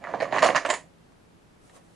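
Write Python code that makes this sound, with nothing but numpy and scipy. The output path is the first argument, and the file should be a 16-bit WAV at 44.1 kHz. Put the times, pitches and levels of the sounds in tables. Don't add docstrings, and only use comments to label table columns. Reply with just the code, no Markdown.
import sys
import numpy as np
from scipy import signal
from scipy.fft import rfft, irfft, next_fast_len
from scipy.io import wavfile
from scipy.ndimage import map_coordinates

SR = 44100
rng = np.random.default_rng(int(sys.argv[2]) if len(sys.argv) > 2 else 0)


def wrap_up_sound(samples):
    columns = np.atleast_2d(samples).T
    tamed = np.clip(columns, -1, 1)
    steps = np.round(tamed * 32767).astype(np.int16)
    wavfile.write(sys.argv[1], SR, steps)


N = 85995


def amp(db):
    return 10 ** (np.asarray(db) / 20)


def unit(x):
    return x / np.sqrt(np.mean(x ** 2) + 1e-20)


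def decay(t_s, t60_s):
    return np.exp(-np.log(1000) * t_s / t60_s)


def along(points, hz):
    point_hz, value = np.transpose(points)
    return np.interp(np.log(hz + 1), np.log(point_hz + 1), value)


def envelope(points):
    return amp(np.interp(np.arange(N) / SR, *np.transpose(points)))


def filtered(x, response):
    n = x.shape[-1]
    padded = next_fast_len(n + 4096)
    spectrum = rfft(x, padded) * response(np.fft.rfftfreq(padded, 1 / SR))
    return irfft(spectrum, padded)[..., :n]


def add(track, start_s, sound):
    part = track[..., max(0, round(start_s * SR)):][..., :sound.shape[-1]]
    part += sound[..., :part.shape[-1]]


def mid_side_to_stereo(mid, side, width):
    side = filtered(side, lambda hz: amp(along(width, hz)))
    return np.array([mid + side, mid - side])


def stereo_noise(width, size):
    mid, side = rng.standard_normal((2, size))
    return mid_side_to_stereo(mid, side, width)


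# start_s, level_db, body_db, clack_db, edge_db
CHIP_KNOCKS = [(0.0399,-35.5,-9,1,-6), (.049,-39.5,4.5,9.5,-24), (0.0707,-31.5,-10.5,0,-40),
               (.089,-43.5,9.5,2,-26), (.138,-27,7.5,-3.5,-34), (0.1478,-37.5,8,3.5,-5.5),
               (0.2022,-33,10,5.5,-3), (.21,-38,6.5,12.5,-2.5), (.221,-30.5,11,4.5,-2.5),
               (.229,-33.5,11.5,10,-3), (.243,-37.5,9.5,7,-8.5), (0.2544,-34,13,-6.5,-15.5),
               (0.3249,-24,8,2.5,-7), (.3325,-26.5,1,1,-11), (.341,-27,-5.5,-3.5,-5.5),
               (.345,-32.5,-9,8,-12.5), (.3628,-19.5,-1.5,-6,-11), (.373,-25.5,-7.5,0.5,-7.5),
               (.38,-21,-12,-12,-14), (.384,-28,2.5,10.5,-3), (.391,-35.5,7,13,7), (.423,-24,4,8.5,3.5),
               (0.4279,-13,6.5,-4,1), (0.4298,-22.5,-2.5,0.5,-8.5), (0.4372,-18.5,-1.5,0.5,0.5),
               (.4441,-23,8.5,6.5,3.5), (.453,-23,7,2,-7.5), (0.4615,-16.5,-8.5,-0.5,-2),
               (0.4668,-24.5,-4,-6.5,5.5), (.471,-28,-8,5.5,-0.5), (.4775,-27,0.5,-1,-7),
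               (.4885,-17,6,0.5,-21.5), (.502,-26,-5.5,3.5,-7.5), (0.5479,-21.5,5,-0.5,-6),
               (.5557,-26.5,-3.5,7,0), (.562,-20,-11.5,5.5,0.5), (.571,-29,-3.5,11.5,-5.5),
               (0.5784,-24.5,-12,2,-6), (0.6498,-26.5,8,2,-6), (.653,-30.5,-2,13.5,-3.5),
               (0.661,-35,5,9,6.5), (.69,-26.5,2,-7,4.5), (.698,-23.5,2.5,-0.5,-13.5),
               (.7011,-17,-7,-11,13), (.703,-17,-9.5,-0.5,2.5), (.7093,-32.5,5.5,8,6.5),
               (0.73,-32.5,0,5,-13.5), (0.7394,-29.5,0.5,3,11.5), (.748,-39.5,-3,6,-6.5),
               (1.12,-60.5,4.5,-3,4), (1.696,-62,-5,8.5,11), (1.765,-51,1.5,-3.5,-1), (1.776,-57.5,2,1,-3)]
# pitch_hz, level_db, t60_s
ROOM_RESONANCES = [(257.8, -35.5, 0.54), (275.6, -32, .3), (555, -17.5, .22), (680, -26, 0.25),
                   (950, -26.5, 0.15), (1060, -23.5, 0.16), (1145, -24.5, 0.12), (1760, -25.5, 0.18)]


def clacks():
    out = np.zeros((2, N))
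    t = np.arange(SR // 3) / SR
    for start_s, level_db, body_db, clack_db, edge_db in CHIP_KNOCKS:
        knock = contact(body_db, clack_db, edge_db)
        add(out, start_s, amp(level_db) * in_room(knock))
        colour = [(BODY_HZ, body_db), (MIDDLE_HZ, 0), (CLACK_HZ, clack_db)]
        ring = np.zeros(len(t))
        for hz, mode_db, t60_s in ROOM_RESONANCES:
            tone = np.sin(2 * np.pi * (hz * t + rng.random()))
            ring += amp(mode_db + along(colour, hz)) * tone * decay(t, t60_s)
        swell = 1 - np.exp(-t / DESK_DELAY_S)
        add(out, start_s, amp(level_db) * ring * swell)
    return out


BODY_HZ, MIDDLE_HZ, CLACK_HZ, EDGE_HZ = 549, 1010, 1890, 7660
DETUNE_LOG, MODE_SCATTER_DB = 0.047, 2
RISE_CYCLES = 0.19
CRACK_DB, CRACK_T60_S = -10, 0.0096
CRACK_HZ, CRACK_DB_PER_OCTAVE = 5960, 10
# pitch_hz, level_db, t60_s
HEAP_MODES = [(135, -33, 0.056), (290, -20, 0.023), (562, -2.5, 0.01), (666.5, -2, 0.022), (966, 2, 0.012),
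              (1116, 2, .011), (1791, -2.5, 0.011), (2344, -8, .009), (2825, -9.5, 0.008),
              (4270, -10, 0.0031), (6706, -18.5, .01), (7060, -25, 0.016), (9984, -20.5, 0.0033)]


def contact(body_db, clack_db, edge_db, size=2048):
    t = np.arange(size) / SR
    hz, mode_db, t60_s = np.transpose(HEAP_MODES)
    colour = [(BODY_HZ, body_db), (MIDDLE_HZ, 0), (CLACK_HZ, clack_db), (EDGE_HZ, edge_db)]
    mode_db = mode_db + along(colour, hz) + MODE_SCATTER_DB * rng.standard_normal(len(hz))
    hz = hz * np.exp(DETUNE_LOG * rng.standard_normal(len(hz)))
    modes = np.sin(2 * np.pi * hz[:, None] * t) * decay(t, t60_s[:, None])
    modes *= 1 - np.exp(-hz[:, None] * t / RISE_CYCLES)
    polarity = (-1) ** np.arange(len(hz))
    ring = (amp(mode_db) * polarity) @ modes

    burst = rng.standard_normal(size) * decay(t, CRACK_T60_S)
    top_hz = CRACK_HZ * 2 ** (edge_db / CRACK_DB_PER_OCTAVE)
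    top_hz = np.clip(top_hz, 2 * MIDDLE_HZ, SR / 3)
    band = signal.butter(2, [MIDDLE_HZ, top_hz], "band", fs=SR)
    crack = amp(CRACK_DB + (clack_db + edge_db) / 2) * signal.lfilter(*band, burst)
    return 2 * (ring + crack)


ECHOES_PER_S = 650
DESK_DB, DESK_DELAY_S, DESK_T60_S = 1.5, .002, .036
# pitch_hz, t60_s
TAIL_DECAY = [(150, 0.28), (400, 0.35), (1000, 0.2), (2800, 0.22), (7000, 0.21), (11000, 0.21)]
# pitch_hz, level_db
TAIL_SPECTRUM = [(120, -5), (500, -7), (1100, -5), (2000, -2.5), (4000, -1.5), (8000, 3.5)]
# pitch_hz, side_db
ECHO_WIDTH = [(100, -9.5), (1000, -23), (3000, -10), (8000, -8)]


def in_room(x, size=16384):
    hz, frame_s, bins = signal.stft(stereo_noise(ECHO_WIDTH, size), SR, nperseg=256)
    bins = bins * decay(frame_s, along(TAIL_DECAY, hz)[:, None])
    tail = signal.istft(bins, SR, nperseg=256)[1][:, :size]
    tail = filtered(tail / np.linalg.norm(tail[0]), lambda f: amp(along(TAIL_SPECTRUM, f)))

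    t = np.arange(size) / SR
    signs = rng.choice([-1, 1], (2, size))
    hits = rng.random((2, size)) < ECHOES_PER_S / SR
    mid, side = signs * hits * decay(t, DESK_T60_S)
    near = mid_side_to_stereo(mid, side, ECHO_WIDTH) / np.linalg.norm(mid)

    onset = 1 - np.exp(-(t / DESK_DELAY_S) ** 2)
    response = (tail + amp(DESK_DB) * near) * onset
    response[:, 0] = 1
    return signal.fftconvolve(x[None], response, axes=1)


JOSTLES_PER_S, JOSTLE_SCATTER_DB = 280, 3
# body_db, clack_db, edge_db
JOSTLE_COLOUR = (10.5, 1, -3.5)
# time_s, level_db
STIR_LEVEL = [(0.022, -58.5), (.07, -49), (.22, -48.5), (.3, -50), (.345, -39.5), (.45, -46),
              (0.522, -40.5), (.63, -56), (0.681, -43.5), (.75, -45.5), (.8, -72)]


def jostle():
    out = np.zeros((2, N))
    time_s, level_db = np.transpose(STIR_LEVEL)
    count = int(JOSTLES_PER_S / 10)
    for start_s in np.arange(0, time_s[-1], 1 / 10):
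        batch = np.zeros(SR // 6)
        offsets_s = (np.arange(count) + rng.random(count)) / JOSTLES_PER_S
        for offset_s in offsets_s:
            touch_db = np.interp(start_s + offset_s, time_s, level_db)
            touch_db += JOSTLE_SCATTER_DB * rng.standard_normal()
            add(batch, offset_s, amp(touch_db) * contact(*JOSTLE_COLOUR))
        add(out, start_s, in_room(batch))
    return out


FLEX_LOW_HZ, FLEX_HIGH_HZ = 109.6, 318
# time_s, level_db
FLEX_LEVEL = [(0, -60), (.17, -44.5), (.3, -52.5), (.44, -41.5), (.55, -48.5), (.62, -73.5)]


def bag_wall():
    def band(hz):
        return (1 + (FLEX_LOW_HZ / (hz + 1)) ** 8 + (hz / FLEX_HIGH_HZ) ** 8) ** -.5

    murmur = unit(filtered(stereo_noise(ECHO_WIDTH, N), band))
    first_second = np.arange(N) < SR
    return murmur * envelope(FLEX_LEVEL) * first_second


# time_s, level_db
BRUSH_LEVEL = [(1.58, -74.5), (1.659, -58.5), (1.7, -61.5), (1.725, -60.5), (1.764, -51), (1.808, -66.5),
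               (1.871, -65), (1.94, -64.5)]
# pitch_hz, level_db
CLOTH_SPECTRUM = [(100, -13), (300, -1), (900, -5), (2000, -17), (5000, -18), (9500, -14.5), (13000, -29.5)]
# pitch_hz, side_db
BACKGROUND_WIDTH = [(30, -35), (120, -0.5), (1000, 1), (6000, -3)]


def brush():
    noise = stereo_noise(BACKGROUND_WIDTH, N)
    rub = unit(filtered(noise, lambda hz: amp(along(CLOTH_SPECTRUM, hz))))
    return rub * envelope(BRUSH_LEVEL)


AIR_DB = -57
# pitch_hz, level_db
AIR_SPECTRUM = [(12, -38), (20, -4), (107, -3.5), (244, -5.5), (336, -9), (475, -10), (1750, -20.5),
                (11600, -35.5)]
# pitch_hz, level_db
DRONES = [(163, -68), (177, -70.5), (257, -86.5), (333, -76)]


def room_tone(waver_per_s=7):
    t = np.arange(N) / SR
    noise = stereo_noise(BACKGROUND_WIDTH, N)
    out = amp(AIR_DB) * unit(filtered(noise, lambda hz: amp(along(AIR_SPECTRUM, hz))))

    def wobble():
        return map_coordinates(rng.standard_normal(size=64), [t * waver_per_s])

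    for hz, level_db in DRONES:
        carrier = np.exp(2j * np.pi * hz * t)
        drone = np.real((wobble() + 1j * wobble()) * carrier)
        out = out + amp(level_db) * unit(drone)
    return out


CHIP_LOW_HZ, CHIP_TOP_HZ = 101, 10100
# pitch_hz, left_minus_right_db
CHIP_BALANCE = [(110, 1.5), (190, -1.5), (340, -7), (610, -9), (1090, -5), (2000, -3.5), (6500, -4.5),
                (9500, 0)]


def scene():
    def place(hz):
        balance = amp(along(CHIP_BALANCE, hz) * np.array([[.5], [-.5]]))
        return balance / np.sqrt(1 + (hz / CHIP_TOP_HZ) ** 60)

    high_pass = signal.butter(4, CHIP_LOW_HZ, "high", fs=SR, output="sos")
    bag = signal.sosfilt(high_pass, clacks() + jostle() + bag_wall())
    return filtered(bag, place) + brush() + room_tone()


OVERLOAD, TOP_HZ = .85, 12000


def record(dry):
    rounded = dry / (1 + (dry / OVERLOAD) ** 8) ** (1 / 8)
    return filtered(rounded, lambda hz: hz < TOP_HZ)


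dry = scene()
out = record(dry)
wrap_up_sound(out)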